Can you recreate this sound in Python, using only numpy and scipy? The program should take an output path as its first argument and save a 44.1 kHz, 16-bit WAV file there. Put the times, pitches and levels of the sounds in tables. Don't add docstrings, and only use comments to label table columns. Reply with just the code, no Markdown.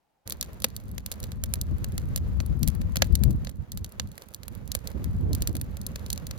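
import sys
import numpy as np
from scipy import signal
from scipy.fft import rfft, irfft, next_fast_len
from scipy.io import wavfile
from scipy.ndimage import uniform_filter1d

SR = 44100
rng = np.random.default_rng(int(sys.argv[2]) if len(sys.argv) > 2 else 0)


def materialize(psi):
    bounded = np.clip(np.atleast_2d(psi).T, -1, 1)
    quanta = np.round(bounded * 32767).astype(np.int16)
    wavfile.write(sys.argv[1], SR, quanta)


N = 281358

LEAD = 32


def undb(db):
    return 10 ** (np.asarray(db) / 20)


def curves(table):
    s, *columns = np.transpose(table)
    return [np.interp(np.arange(N) / SR, s, column) for column in columns]


def unit(x):
    return x / np.sqrt(np.mean(x ** 2))


def colour(x, points):
    n = 2 * next_fast_len(x.shape[-1] * 2 // 3)
    hz, db = np.transpose(sorted(points))
    bins_hz = np.maximum(np.arange(n // 2 + 1) * SR / n, 1)
    gain = undb(np.interp(np.log(bins_hz), np.log(hz), db))
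    cepstrum = irfft(np.log(gain), n)
    cepstrum[1:n // 2] *= 2
    cepstrum[n // 2 + 1:] = 0
    response = np.exp(rfft(cepstrum))
    return irfft(rfft(x, n) * response, n)[..., :x.shape[-1]]


def walk(rate):
    k = max(int(SR / rate), 1)
    held = np.repeat(rng.standard_normal(N // k + 1), k)
    smooth = uniform_filter1d(uniform_filter1d(held, k), k)
    return unit(smooth[:N])


def noise_pair(size, likeness):
    shared = np.clip(likeness, 0, 1)
    z = rng.standard_normal((3, size))
    return np.sqrt(shared) * z[0] + np.sqrt(1 - shared) * z[1:]


def burst(envelope, likeness):
    x = noise_pair(len(envelope), likeness) * envelope
    return x / np.sqrt(np.sum(x ** 2, axis=1, keepdims=True))


def even(x, order=19):
    spectrum = rfft(np.roll(x, LEAD, axis=1))
    power = uniform_filter1d(np.mean(np.abs(spectrum) ** 2, axis=0), order)
    return irfft(spectrum / np.sqrt(power), x.shape[1])


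def steady(x, size):
    return x / np.sqrt(uniform_filter1d(np.mean(x ** 2, axis=0), size) + 1e-12)


def sides(lean_db):
    gains = undb(np.vstack([lean_db, -lean_db]) / 2)
    return gains / np.sqrt(np.mean(gains ** 2, axis=0))


def swells(table):
    t = np.arange(N) / SR
    power = np.zeros((2, N))
    for s, length, db, lean_db in table:
        bell = np.exp(-2 * ((t - s) / length) ** 2)
        power += (sides(lean_db) * undb(db) * bell) ** 2
    return power


def add(out, s, x):
    i = int(np.clip(s * SR - LEAD, 0, N - 1))
    out[:, i:i + x.shape[1]] += x[:, :N - i]


# frequency in Hz, relative level in dB.
HUSH_COLOUR = [(30, 2), (480, -3.5), (650, -2), (850, 4), (1050, -8.5), (8000, -24)]


def hush():
    return unit(colour(noise_pair(N, likeness=0.29), HUSH_COLOUR)) * undb(-75.0)


# time in seconds, airflow level in dB, left minus right in dB.
DRAUGHT_CURVE = [(0.27, -45.5, -1.5), (0.8, -43, -4), (1.35, -46, -3.5), (1.7, -32.5, -1),
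                 (1.95, -32.5, -1.5), (2.3, -28.5, 4), (2.7, -36.5, 17), (3.0, -29, 4), (3.35, -31.5, 10),
                 (3.52, -37.5, -16), (3.68, -61, -5), (4.28, -56, -26), (4.52, -40.5, -9), (4.87, -38, -20),
                 (5.08, -29, 1), (5.3, -26, -5), (5.72, -36.5, -4), (6.37, -41, -7)]
# peak in seconds, seconds from the peak to 17 dB below
# it, airflow level in dB, # left minus right in dB.
GUST_SWELLS = [(0.94, .14, -38.5, 8), (1.25, 0.061, -37.5, -8), (1.51, 0.39, -34.5, 4),
               (1.73, 0.04, -25.5, 15), (2.385, 0.094, -28.5, 17), (2.525, .07, -23.5, 10),
               (2.648, 0.087, -20.5, 22), (2.825, 0.097, -26.5, 6), (3.127, 0.034, -18.5, 24),
               (3.254, 0.079, -17.5, 31), (3.347, 0.091, -28.5, -9), (3.596, 0.049, -32.5, -6),
               (3.793, .11, -34.5, -1), (4.039, 0.096, -37, -0.5), (6.118, .05, -34, -4),
               (6.296, 0.042, -40, 8)]


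def breeze():
    draught_db, lean_db = curves(DRAUGHT_CURVE)
    draught = sides(lean_db) * undb(draught_db)
    return np.sqrt(draught ** 2 + swells(GUST_SWELLS))


# frequency in Hz, relative level in dB.
RUMBLE_COLOUR = [(12, -21), (25, -20), (42, -3.5), (80, -1), (115, -9), (200, -19), (350, -37.5),
                 (900, -90)]


def rumble(airflow, puffs):
    noise = colour(noise_pair(N, likeness=0.081), RUMBLE_COLOUR)
    return undb(2.2) * airflow * steady(noise * undb(2.26 * puffs), size=2800)


# frequency in Hz, relative level in dB.
ROAR_COLOUR = [(50, -16), (130, -2.5), (200, 2), (280, -9), (400, -18), (600, -28), (1200, -37),
               (4000, -75)]
ROAR_DB, REFERENCE_AIRFLOW_DB, ROAR_SLOPE = -43.5, -36, 0.6


def roar(airflow, puffs):
    gain = undb(ROAR_DB) * (airflow / undb(REFERENCE_AIRFLOW_DB)) ** ROAR_SLOPE
    noise = colour(noise_pair(N, likeness=0.25), ROAR_COLOUR)
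    return gain * steady(noise * undb(3.9 * puffs + 2 * walk(120)), size=3600)


# peak in seconds, seconds from the peak to 17 dB below it, level in dB, left minus right in dB.
FLARE_SWELLS = [(3.11, 0.067, -41, 11), (3.27, .11, -36, 11), (4.99, 0.088, -40, -6), (5.29, 0.1, -36, 0),
                (5.52, 0.12, -41, 0)]
# frequency in Hz, relative level in dB.
FLARE_COLOUR = [(80, -17.5), (220, 1), (310, 1.5), (450, -8), (700, -18), (1200, -32), (4000, -62)]


def flares(puffs):
    noise = colour(noise_pair(N, likeness=0.27), FLARE_COLOUR)
    flutter = steady(noise * undb(5.0 * puffs), size=3600)
    return np.sqrt(swells(FLARE_SWELLS)) * flutter


def flames():
    airflow = breeze()
    puffs = walk(70)
    return rumble(airflow, puffs) + roar(airflow, puffs) + flares(puffs)


# time in seconds, level in dB before a lift of 7.5 dB.
GAS_CURVE = [(0.27, -59.5), (0.84, -62.5), (2.55, -59.5), (3.06, -60.5), (3.68, -67), (3.84, -64.5),
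             (4.28, -67.5), (4.9, -58.5), (5.16, -63), (5.4, -60.5), (6.37, -59)]
# frequency in Hz, relative level in dB.
HISS_COLOUR = [(100, -7), (350, 9), (510, 13), (750, 3.5), (1100, 4), (2000, -1.5), (3200, -8.5),
               (4500, -11.5), (5400, -15), (6700, -12), (8700, -25), (10500, -14.5), (16000, -18)]


def hiss():
    gas_db, = curves(GAS_CURVE)
    jet = noise_pair(N, likeness=0.28) * undb(2.04 * walk(25) + 1.63 * walk(500))
    return unit(colour(jet, HISS_COLOUR)) * undb(gas_db + 7.5)


# frequency in Hz, gain in dB.
CRACK_COLOUR = [(60, -31.5), (200, -9.5), (400, 3.5), (550, 2.5), (760, -4), (1000, -8), (1650, -2.5),
                (2600, -3.5), (3300, -4), (4400, -0.5), (5300, -6), (6400, -1), (8500, -5.5), (11500, 3),
                (16000, -6.5)]
# frequency in Hz, starting level in dB, seconds to fade by 60 dB.
HOLLOW_TONES = [(217, -30, 0.042), (498, -39, .028)]


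def surroundings(cracks):
    cracks = colour(cracks, CRACK_COLOUR)
    t = np.arange(SR // 2) / SR
    onset = 1 - np.exp(-t / .004)
    ring = burst(onset * undb(-60 * t / 0.037), likeness=0.16) * undb(-20.0)
    clearing = burst(onset * undb(-60 * t / 0.51), likeness=0) * undb(-27.5)
    echo = colour(ring + clearing, [(400, -1.5), (4500, -4.0), (9000, -15), (16000, -12)])
    low, high = (np.sin(2 * np.pi * hz * t) * undb(db - 60 * t / t60) for hz, db, t60 in HOLLOW_TONES)
    return cracks + signal.fftconvolve(cracks, echo + low - high, axes=1)[:, :N]


def pop(body_db, top_db, tear_size, size=1024):
    ms = np.arange(size) / SR * 1000
    tear_size = max(tear_size, .1)
    tear_ms = 1.2 * tear_size
    split = burst(np.exp(-ms / 0.2), likeness=0.88)
    tear = burst(np.exp(-(ms / tear_ms) ** 2), likeness=0.77)
    scatter = burst((1 - np.exp(-ms / .5)) * np.exp(-ms / 2.22), likeness=0.27)
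    crack = even(undb(-8.5) / np.sqrt(tear_size) * split + tear + undb(-3.5) * scatter)
    splinter_hz = rng.uniform(3980, 7600)
    splinter = np.sin(2 * np.pi * splinter_hz * ms / 1000) * np.exp(-ms / 0.62)
    crack = crack + undb(-26.5) * np.roll(splinter, LEAD)
    return colour(crack, [(700, body_db - 1.0), (2200, body_db), (3900, 0.028), (6300, 0.0037), (9000, top_db)])


def embers(count=280):
    out = np.zeros((2, N))
    for when, strength, woody, bright, side in rng.random((count, 5)):
        db = -39 + 20 * strength ** 6
        tick = pop(-8 + 9 * woody, -3 + 9 * bright, tear_size=0.44, size=512)
        lean_db = 2.4 * (side - 1.5) * np.array([[1], [-1]])
        add(out, when * N / SR, tick * undb(db + lean_db))
    return out


TEAR_SIZE, TEAR_DOUBLING_DB = 0.73, 16.5
CRUMB_DELAY_S, CRUMB_BELOW_DB, CRUMB_CAP_DB, CRUMB_SCATTER_DB = .025, 22.5, -23, 3.5
# start in seconds, level in dB before a common lift, woody body in dB, bright top in dB,
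# left minus right in dB.
POP_EVENTS = [(0.2758, -11.5, -6, -1, -12), (0.2979, -13.5, 0, 10, -5), (0.306, -4, -10, -10, 7),
              (0.3229, 0.5, -7.5, -3, -2), (0.411, 4, -16, -5, 0), (0.4271, -1, -4.5, -4, -1.5),
              (0.621, -8.5, -4, -3, -2), (0.6426, 5.5, 0.5, -3.5, 4.5), (0.6446, 9.5, 3, -5, -4),
              (0.7649, -5.5, -14, -0.5, -3), (0.9809, -5.5, 0.5, -4.5, -1), (1.062, -3.5, -5.5, -1.5, -0.5),
              (1.1163, -2, -4, -2, -4.5), (1.122, -5, -14, -4, -2), (1.2023, -18, -13, 4, 0),
              (1.2296, -10.5, -9, -5, -2), (1.2396, -7.5, -2.5, -3.5, -2), (1.3186, -11, 1, -6.5, -3),
              (1.4377, -1.5, -4, 2, -4), (1.5379, 1.5, -4, 2.5, -3.5), (1.6138, 0, -19, 0, 0),
              (1.844, -5.5, -1.5, -1, -1), (1.9796, -4, 0, -1, -2.5), (2.161, 1.5, -6.5, 0.5, -4),
              (2.1763, -7.5, -1.5, -4, -1), (2.4027, -5, 3.5, -14, -3.5), (2.6309, 1, -9.5, -4, -4),
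              (2.6765, -2, -5.5, 3, -6), (2.6842, -6.5, -1, 4, -3), (2.8164, -14.5, 5.5, -4, -1),
              (2.958, -3, 7, 0, 1), (2.9688, 5.5, -4, -10, 1), (3.021, 3.5, 2.5, -12, -24),
              (3.022, 11, 5, -14.5, 2.5), (3.1538, 4, -11.5, -2, -4), (3.2364, 0.5, -7, -1, -1),
              (3.3075, -15.5, -3, 1, -1), (3.4484, -12.5, -0.5, -5, -2), (3.4709, -6.5, 0, -24, 0),
              (3.4937, -14.5, -1, -4, -3), (3.719, -6, -18, -2, -2), (3.7742, -8.5, -2, 0, -0.5),
              (3.8451, -5, -7.5, -5, -3), (3.9975, 6, -2.5, -15.5, -4.5), (4.1787, -14, 5, -0.5, -3.5),
              (4.221, -14, -4, -6, 0), (4.3461, -6.5, -19, -1.5, -2), (4.4329, -12.5, -1.5, -6.5, -1),
              (4.4811, -12.5, 4.5, 3.5, -4.5), (4.7177, 1.5, -16, -5, 1), (4.7508, 2, 3, 1, 1.5),
              (4.8733, -3.5, -10, -4.5, 1), (5.043, -12, -4, 1, 0), (5.3316, -3, -20, -6, 0),
              (5.35, -4, -8, 1, -3.5), (5.4217, -1, -7, -0.5, -1), (5.474, 1.5, -6, 0, -1.5),
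              (5.553, -9.5, 1, -0.5, -1), (5.5673, -9.5, -2, 0.5, 1), (5.6136, -10.5, 0, 6, -0.5),
              (5.7696, -14, 0, -1.5, 1), (5.8148, -13, -28, -1, -1), (5.8655, -4.5, -15, 2.5, 2.5),
              (5.9587, -5, -1.5, -7, 2), (6.063, -9.5, -8, -8.5, -3), (6.1027, 1.5, -11.5, -5, -4),
              (6.1293, 0, -12, -0.5, -2), (6.177, -6.5, -4.5, -7, 1), (6.2684, -9, -8, -1, -1.5),
              (6.311, -5, -2.5, -8, 1)]


def pops():
    out = np.zeros((2, N))
    for s, db, body_db, top_db, lean_db in POP_EVENTS:
        side = undb(np.array([[lean_db], [-lean_db]]) / 2)
        tear_size = TEAR_SIZE * 2 ** (body_db / TEAR_DOUBLING_DB)
        add(out, s, pop(body_db, top_db, tear_size) * undb(db) * side)
        for wait, luck in zip(rng.exponential(size=2), rng.standard_normal(size=2)):
            crumb_db = min(db - CRUMB_BELOW_DB, CRUMB_CAP_DB) + CRUMB_SCATTER_DB * luck
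            crumb = pop(body_db=-2.5, top_db=-4.5, tear_size=.6, size=512)
            add(out, s + CRUMB_DELAY_S * wait, crumb * undb(crumb_db) * side)
    return out * undb(1.05)


def scene():
    quiet = hush()
    fire = hiss() + surroundings(embers() + pops())
    fire[0] = np.roll(fire[0], 10)
    fire_start_s, fade_s = .25, 0.014
    fade_in = np.clip((np.arange(N) / SR - fire_start_s) / fade_s, 0, 1) ** 2
    return quiet + fade_in * (flames() + fire)


def record(dry):
    low_cut_hz, top_hz = 34, 16500
    heard = signal.sosfilt(signal.butter(2, low_cut_hz, "high", fs=SR, output="sos"), dry)
    clipped = np.clip(heard, -.88, .88)
    return signal.sosfilt(signal.ellip(8, .2, 70, top_hz, fs=SR, output="sos"), clipped)


dry = scene()
out = record(dry)
materialize(out)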